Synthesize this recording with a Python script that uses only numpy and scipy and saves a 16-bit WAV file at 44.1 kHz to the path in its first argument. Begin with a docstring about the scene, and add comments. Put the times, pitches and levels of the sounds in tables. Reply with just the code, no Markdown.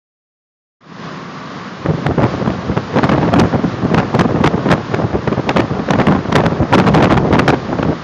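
"""Wind at an open car window

A small camera microphone is held at the side window of a moving car, fading in on engine and tyres.
Then it meets the slipstream: turbulence sweeps right over the capsule, louder and brighter the
faster the air. The hardest eddies overload the capsule and the recorder, and crackle."""
import sys
import numpy as np
from scipy import signal
from scipy.fft import rfft, irfft
from scipy.io import wavfile
from scipy.ndimage import uniform_filter1d, map_coordinates

SR = 44100
rng = np.random.default_rng(int(sys.argv[2]) if len(sys.argv) > 2 else 0)


def master_out(mix):
    """Clip the mix to full scale and print it as 16-bit PCM to the path in sys.argv[1]."""
    frames = np.transpose(np.atleast_2d(mix))
    ceiling = np.clip(frames, -1, 1)
    pcm = np.round(ceiling * 32767).astype(np.int16)
    wavfile.write(sys.argv[1], SR, pcm)


N = 354123
SLIPSTREAM_S = 1.8  # the microphone enters the airflow

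# Big eddies that slap the microphone.
# Each row: start in seconds, length in seconds, relative level in dB, relative air speed.
EDDIES = [(1.858, 0.0089, -12, 1.25), (1.884, .03, -11.5, .8), (1.934, .025, -15, .7),
          (2.062, 0.0049, -7.5, 1.7), (2.091, .018, -8, .55), (2.178, .024, -5, .9), (2.214, .047, -9, 1.4),
          (2.411, .018, -12, .8), (2.474, .006, -7, 1.9), (2.492, .015, -12, 1.1), (2.697, .011, -8, .7),
          (2.769, .011, -6.5, 1.8), (2.959, 0.036, -5.5, 1.5), (3.03, .022, -6, 1.5),
          (3.089, .012, -8, 1.8), (3.115, .023, -7.5, 1.85), (3.178, .014, -9.5, 1.65),
          (3.228, 0.0093, -9, 1.5), (3.336, 0.0069, 2, 1.8), (3.363, .02, 1.5, 1.3), (3.388, .015, 4, 2.8),
          (3.413, .045, -3, 1.15), (3.54, .021, -6, .8), (3.635, .015, -7.5, .95), (3.825, .04, -10, .75),
          (3.939, 0.0099, -6, 1.75), (3.972, 0.029, -6, 2.3), (4.148, .013, -5, 1.05),
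          (4.19, .028, -7, 2.4), (4.249, .014, -9, .8), (4.31, .014, -8, .65), (4.342, .014, -7, .7),
          (4.402, .015, -8, 1), (4.439, 0.036, -4.5, 2.2), (4.541, .014, -7, .7), (4.655, .02, -9, 1),
          (4.701, .04, -2, 2.1), (4.939, 0.0088, -8, 2.1), (4.987, .016, -9, .9), (5.038, .013, -7, .7),
          (5.142, .02, -7, .9), (5.273, .012, -10, 2.2), (5.312, 0.026, -13.5, 1), (5.375, 0.024, -11, .9),
          (5.49, 0.025, -8.5, 1.85), (5.559, 0.047, -7, 2.1), (5.883, 0.0059, -12, 1.7),
          (5.905, 0.0087, -7.5, 2.5), (5.932, .028, -9.5, 1.4), (5.985, 0.041, -8, 1.7),
          (6.069, .058, -3.5, 1.4), (6.149, .03, -11.5, 1.2), (6.319, .011, -13.5, 1.6),
          (6.352, .016, 2.5, 2.4), (6.373, 0.046, -7.5, 1.5), (6.435, .035, -7.5, 2.05),
          (6.6, 0.027, -5, .7), (6.722, .015, 3, 1.2), (6.737, .021, 1.5, 2.1), (6.774, 0.032, -2.5, 1.85),
          (6.861, .036, -6, 2.1), (6.938, .075, -6, 1.8), (7.022, 0.038, -4, 1.9), (7.1, .043, -4, 2.05),
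          (7.169, .014, -5, 2.5), (7.218, .027, -8.5, .7), (7.322, .034, -5.5, 1.7), (7.384, .014, -2, 2.2),
          (7.478, .029, -2.5, 1.95), (7.525, .022, -10, 1.3), (7.725, .014, -8.5, 1.1),
          (7.787, .011, -6.5, 1.1), (7.827, 0.0069, -12, 1.9), (7.85, 0.081, -12.5, .9)]


def undb(db):
    """Decibels to gain."""
    return 10 ** (np.asarray(db) / 20)


def curve(rows):
    """Rows of (seconds, value) joined by straight lines, one value a sample."""
    return np.interp(np.arange(N) / SR, *np.transpose(rows))


def noise(spectrum):
    """Noise of rms 1, its spectrum shaped by (Hz, dB) points."""
    hz, db = np.transpose(spectrum)
    bins = np.maximum(np.fft.rfftfreq(N, 1 / SR), 1)
    gain = undb(np.interp(np.log(bins), np.log(hz), db))
    x = irfft(rfft(rng.standard_normal(N)) * gain, N)
    return x / x.std()


def wander(rate_hz):
    """Random values, each held 1 / rate_hz seconds, smoothed twice and scaled to a spread of 1."""
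    hold = max(int(SR / rate_hz), 1)
    steps = rng.standard_normal(N)[np.arange(N) // hold]
    x = uniform_filter1d(uniform_filter1d(steps, hold), hold)
    return x / x.std()


def car(waver_db):
    """Engine and tyres heard from the window at cruising speed, wavering with the road surface."""
    # Cabin boom near 200 Hz, tread roar near 1.1 kHz, air hiss above.
    # Each row: frequency in Hz, relative spectral level in dB.
    road_spectrum = [(30, -10), (90, -5), (175, 4.5), (215, 2.5), (330, -5), (600, -9), (900, -10.5),
                     (1120, -4), (1400, -10.5), (1800, -12), (2400, -18.5), (3700, -21), (5000, -23.5),
                     (7000, -32.5)]
    # Loudness of the drive in the cabin. Each row: time in seconds, level in dB.
    drive_levels = [(.8, -26.5), (1.7, -26.8), (2.5, -24), (4, -26), (6, -26.5), (8.03, -26)]
    return noise(road_spectrum) * undb(curve(drive_levels) + waver_db * wander(rate_hz=14))


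def gust(trim_db=-0.3043, lull_db=-6):
    """Level of the slipstream in dB: it swells and ebbs, and drops away in the lulls."""
    # Strength of the stream between eddies. Each row: time in seconds, relative level in dB.
    stream_levels = [(1.8, -30), (1.88, -30), (2.08, -20), (2.96, -22), (3.14, -14), (3.41, -15),
                     (3.66, -22), (4.37, -17), (4.99, -23), (5.89, -19), (6.0, -17), (6.73, -18),
                     (6.97, -12), (7.32, -13), (7.54, -20), (7.73, -20), (7.87, -26), (8.03, -25.5)]
    # The stream lets go of the microphone. Each row: middle in seconds, half length in seconds.
    lulls = [(2.845, .05), (4.105, .02), (4.865, .04), (5.21, .015), (6.245, .04), (7.662, .03),
             (7.988, 0.038)]
    t = np.arange(N) / SR
    lull = sum(np.exp(-((t - middle) / half) ** 4) for middle, half in lulls)
    return curve(stream_levels) + trim_db + lull_db * lull


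def wakes(relative_db=-10.5, build_s=.012, fade_s=.028):
    """Strength of the stirred air: it builds just before each big eddy and dies more slowly behind it."""
    t = np.arange(N) / SR
    stir = np.zeros(N)
    for start, length, level_db, _ in EDDIES:
        near = slice(*np.searchsorted(t, [start - .1, start + .4]))
        age = t[near] - start
        shape = np.exp(np.minimum(age, 0) / build_s - np.maximum(age - length, 0) / fade_s)
        stir[near] = np.maximum(stir[near], undb(level_db + relative_db) * shape)
    return stir


def small_eddies(stream_db, per_second=14, length_s=.011, lift_db=5, scatter_db=2):
    """Small eddies ride at random a little above the gust; returns rows like those of EDDIES."""
    gap_draw, level_draw, speed_draw = rng.random((200, 3)).T
    starts = SLIPSTREAM_S + np.cumsum(.3 + 1.4 * gap_draw) / per_second
    gust_db = np.interp(starts * SR, np.arange(N), stream_db)
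    levels_db = gust_db + lift_db + scatter_db * (2 * level_draw - 1)
    speeds = .9 * 2 ** (speed_draw - .5)
    return [(start, length_s, db, speed)
            for start, db, speed in zip(starts, levels_db, speeds) if start < N / SR]


def airflow(flutter_db, eddy_boost_db, speed_exponent, eddy_speed_scale):
    """Strength and relative speed of the air at the microphone: a fluttering gust, eddies and wakes."""
    usual_db = -16  # buffeting level at which the stream has speed 1
    rise_s, fall_s = .002, .002
    front_s, front_db, front_speedup = .005, 1.8, .1  # an eddy's front is stronger and faster
    t = np.arange(N) / SR
    stream_db = gust()
    db = 20 * np.log10(np.hypot(undb(stream_db), wakes())) + flutter_db * wander(rate_hz=110)
    speed = undb(speed_exponent * (db - usual_db))
    ragged_db = 2.46 * wander(rate_hz=150)
    for start, length, level_db, body_speed in small_eddies(stream_db) + list(EDDIES):
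        # an eddy takes over the flow with a steep front, turns ragged, and lets go
        near = slice(*np.searchsorted(t, [start - .02, start + .2]))
        age = t[near] - start
        share = np.clip(age / rise_s + .5, 0, 1) * np.exp(-np.maximum(age - length, 0) / fall_s)
        front = np.exp(-np.maximum(age, 0) / front_s)
        eddy_db = level_db + eddy_boost_db + front_db * front + ragged_db[near] * (1 - front)
        eddy_speed = body_speed * eddy_speed_scale * (1 + front_speedup * front)
        db[near] += share * (eddy_db - db[near])
        speed[near] += share * (eddy_speed - speed[near])
    return undb(db) * (t > SLIPSTREAM_S), speed


def wind(shear_speed_db, shear_level_db, swing_db, swing_exponent):
    """A frozen pattern of turbulence passes the microphone port: faster air shifts its spectrum up."""
    # Turbulent pressure at air speed 1. Each row: frequency in Hz, relative spectral level in dB.
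    turbulence_spectrum = [(20, -6.5), (80, 0.5), (160, 2), (300, -4.5), (600, -8.5), (1000, -17),
                           (1700, -26.5), (3000, -42), (6000, -67), (12000, -77)]
    # Slow pressure swing of a whole eddy. Each row: frequency in Hz, relative spectral level in dB.
    swing_spectrum = [(20, -6), (60, -2), (110, 0.5), (170, 1.5), (280, -12), (600, -47.5)]
    strength, speed = airflow(flutter_db=2.5, eddy_boost_db=1.2, speed_exponent=.25,
                              eddy_speed_scale=.91)
    # thin shear layers inside the flow pass as brief rushes, brighter and louder at once
    shear = wander(rate_hz=400) * np.minimum(speed, 1.5)
    travel = np.cumsum(speed * undb(shear_speed_db * shear))
    pattern = noise(turbulence_spectrum)
    turbulence = map_coordinates(pattern, [travel % (N - 1)], order=3, mode="mirror")
    # fast eddies also shove the diaphragm slowly to and fro
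    swing = undb(swing_db) * speed ** swing_exponent * noise(swing_spectrum)
    return strength * (undb(shear_level_db * shear) * turbulence + swing)


def capsule(pressure, limit, low_cut_hz=115, high_cut_hz=6970):
    """The microphone saturates; its bass cut makes each flat top sag, and only the voice band passes."""
    x = limit * np.tanh(pressure / limit)
    x = signal.sosfilt(signal.butter(2, low_cut_hz, "high", fs=SR, output="sos"), x)
    return signal.sosfilt(signal.cheby1(10, .5, high_cut_hz, fs=SR, output="sos"), x)


def scene():
    """Wind right on the microphone and the car behind it, in mono."""
    buffeting = wind(shear_speed_db=2.0, shear_level_db=1.0, swing_db=-8.5, swing_exponent=1.21)
    return (buffeting + car(waver_db=0.9))[None]


def record(dry):
    """The overloaded microphone feeds a recorder that clips, fades in, dulls and cuts the top."""
    # The opening fade from silence. 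Each row: time in seconds, linear gain.
    fade_in = [(0.806, 0), (0.81, .13), (0.87, .28), (0.95, .66), (1.05, 1)]
    full_scale, knee_sharpness = .71, 40
    dull_hz, top_hz = 9500, 15900
    x = capsule(dry, limit=.85)
    clipped = x / (1 + np.abs(x / full_scale) ** knee_sharpness) ** (1 / knee_sharpness)
    dulled = signal.sosfilt(signal.butter(1, dull_hz, fs=SR, output="sos"), clipped * curve(fade_in))
    return signal.sosfilt(signal.ellip(8, .1, 70, top_hz, fs=SR, output="sos"), dulled)


dry = scene()
out = record(dry)
master_out(out)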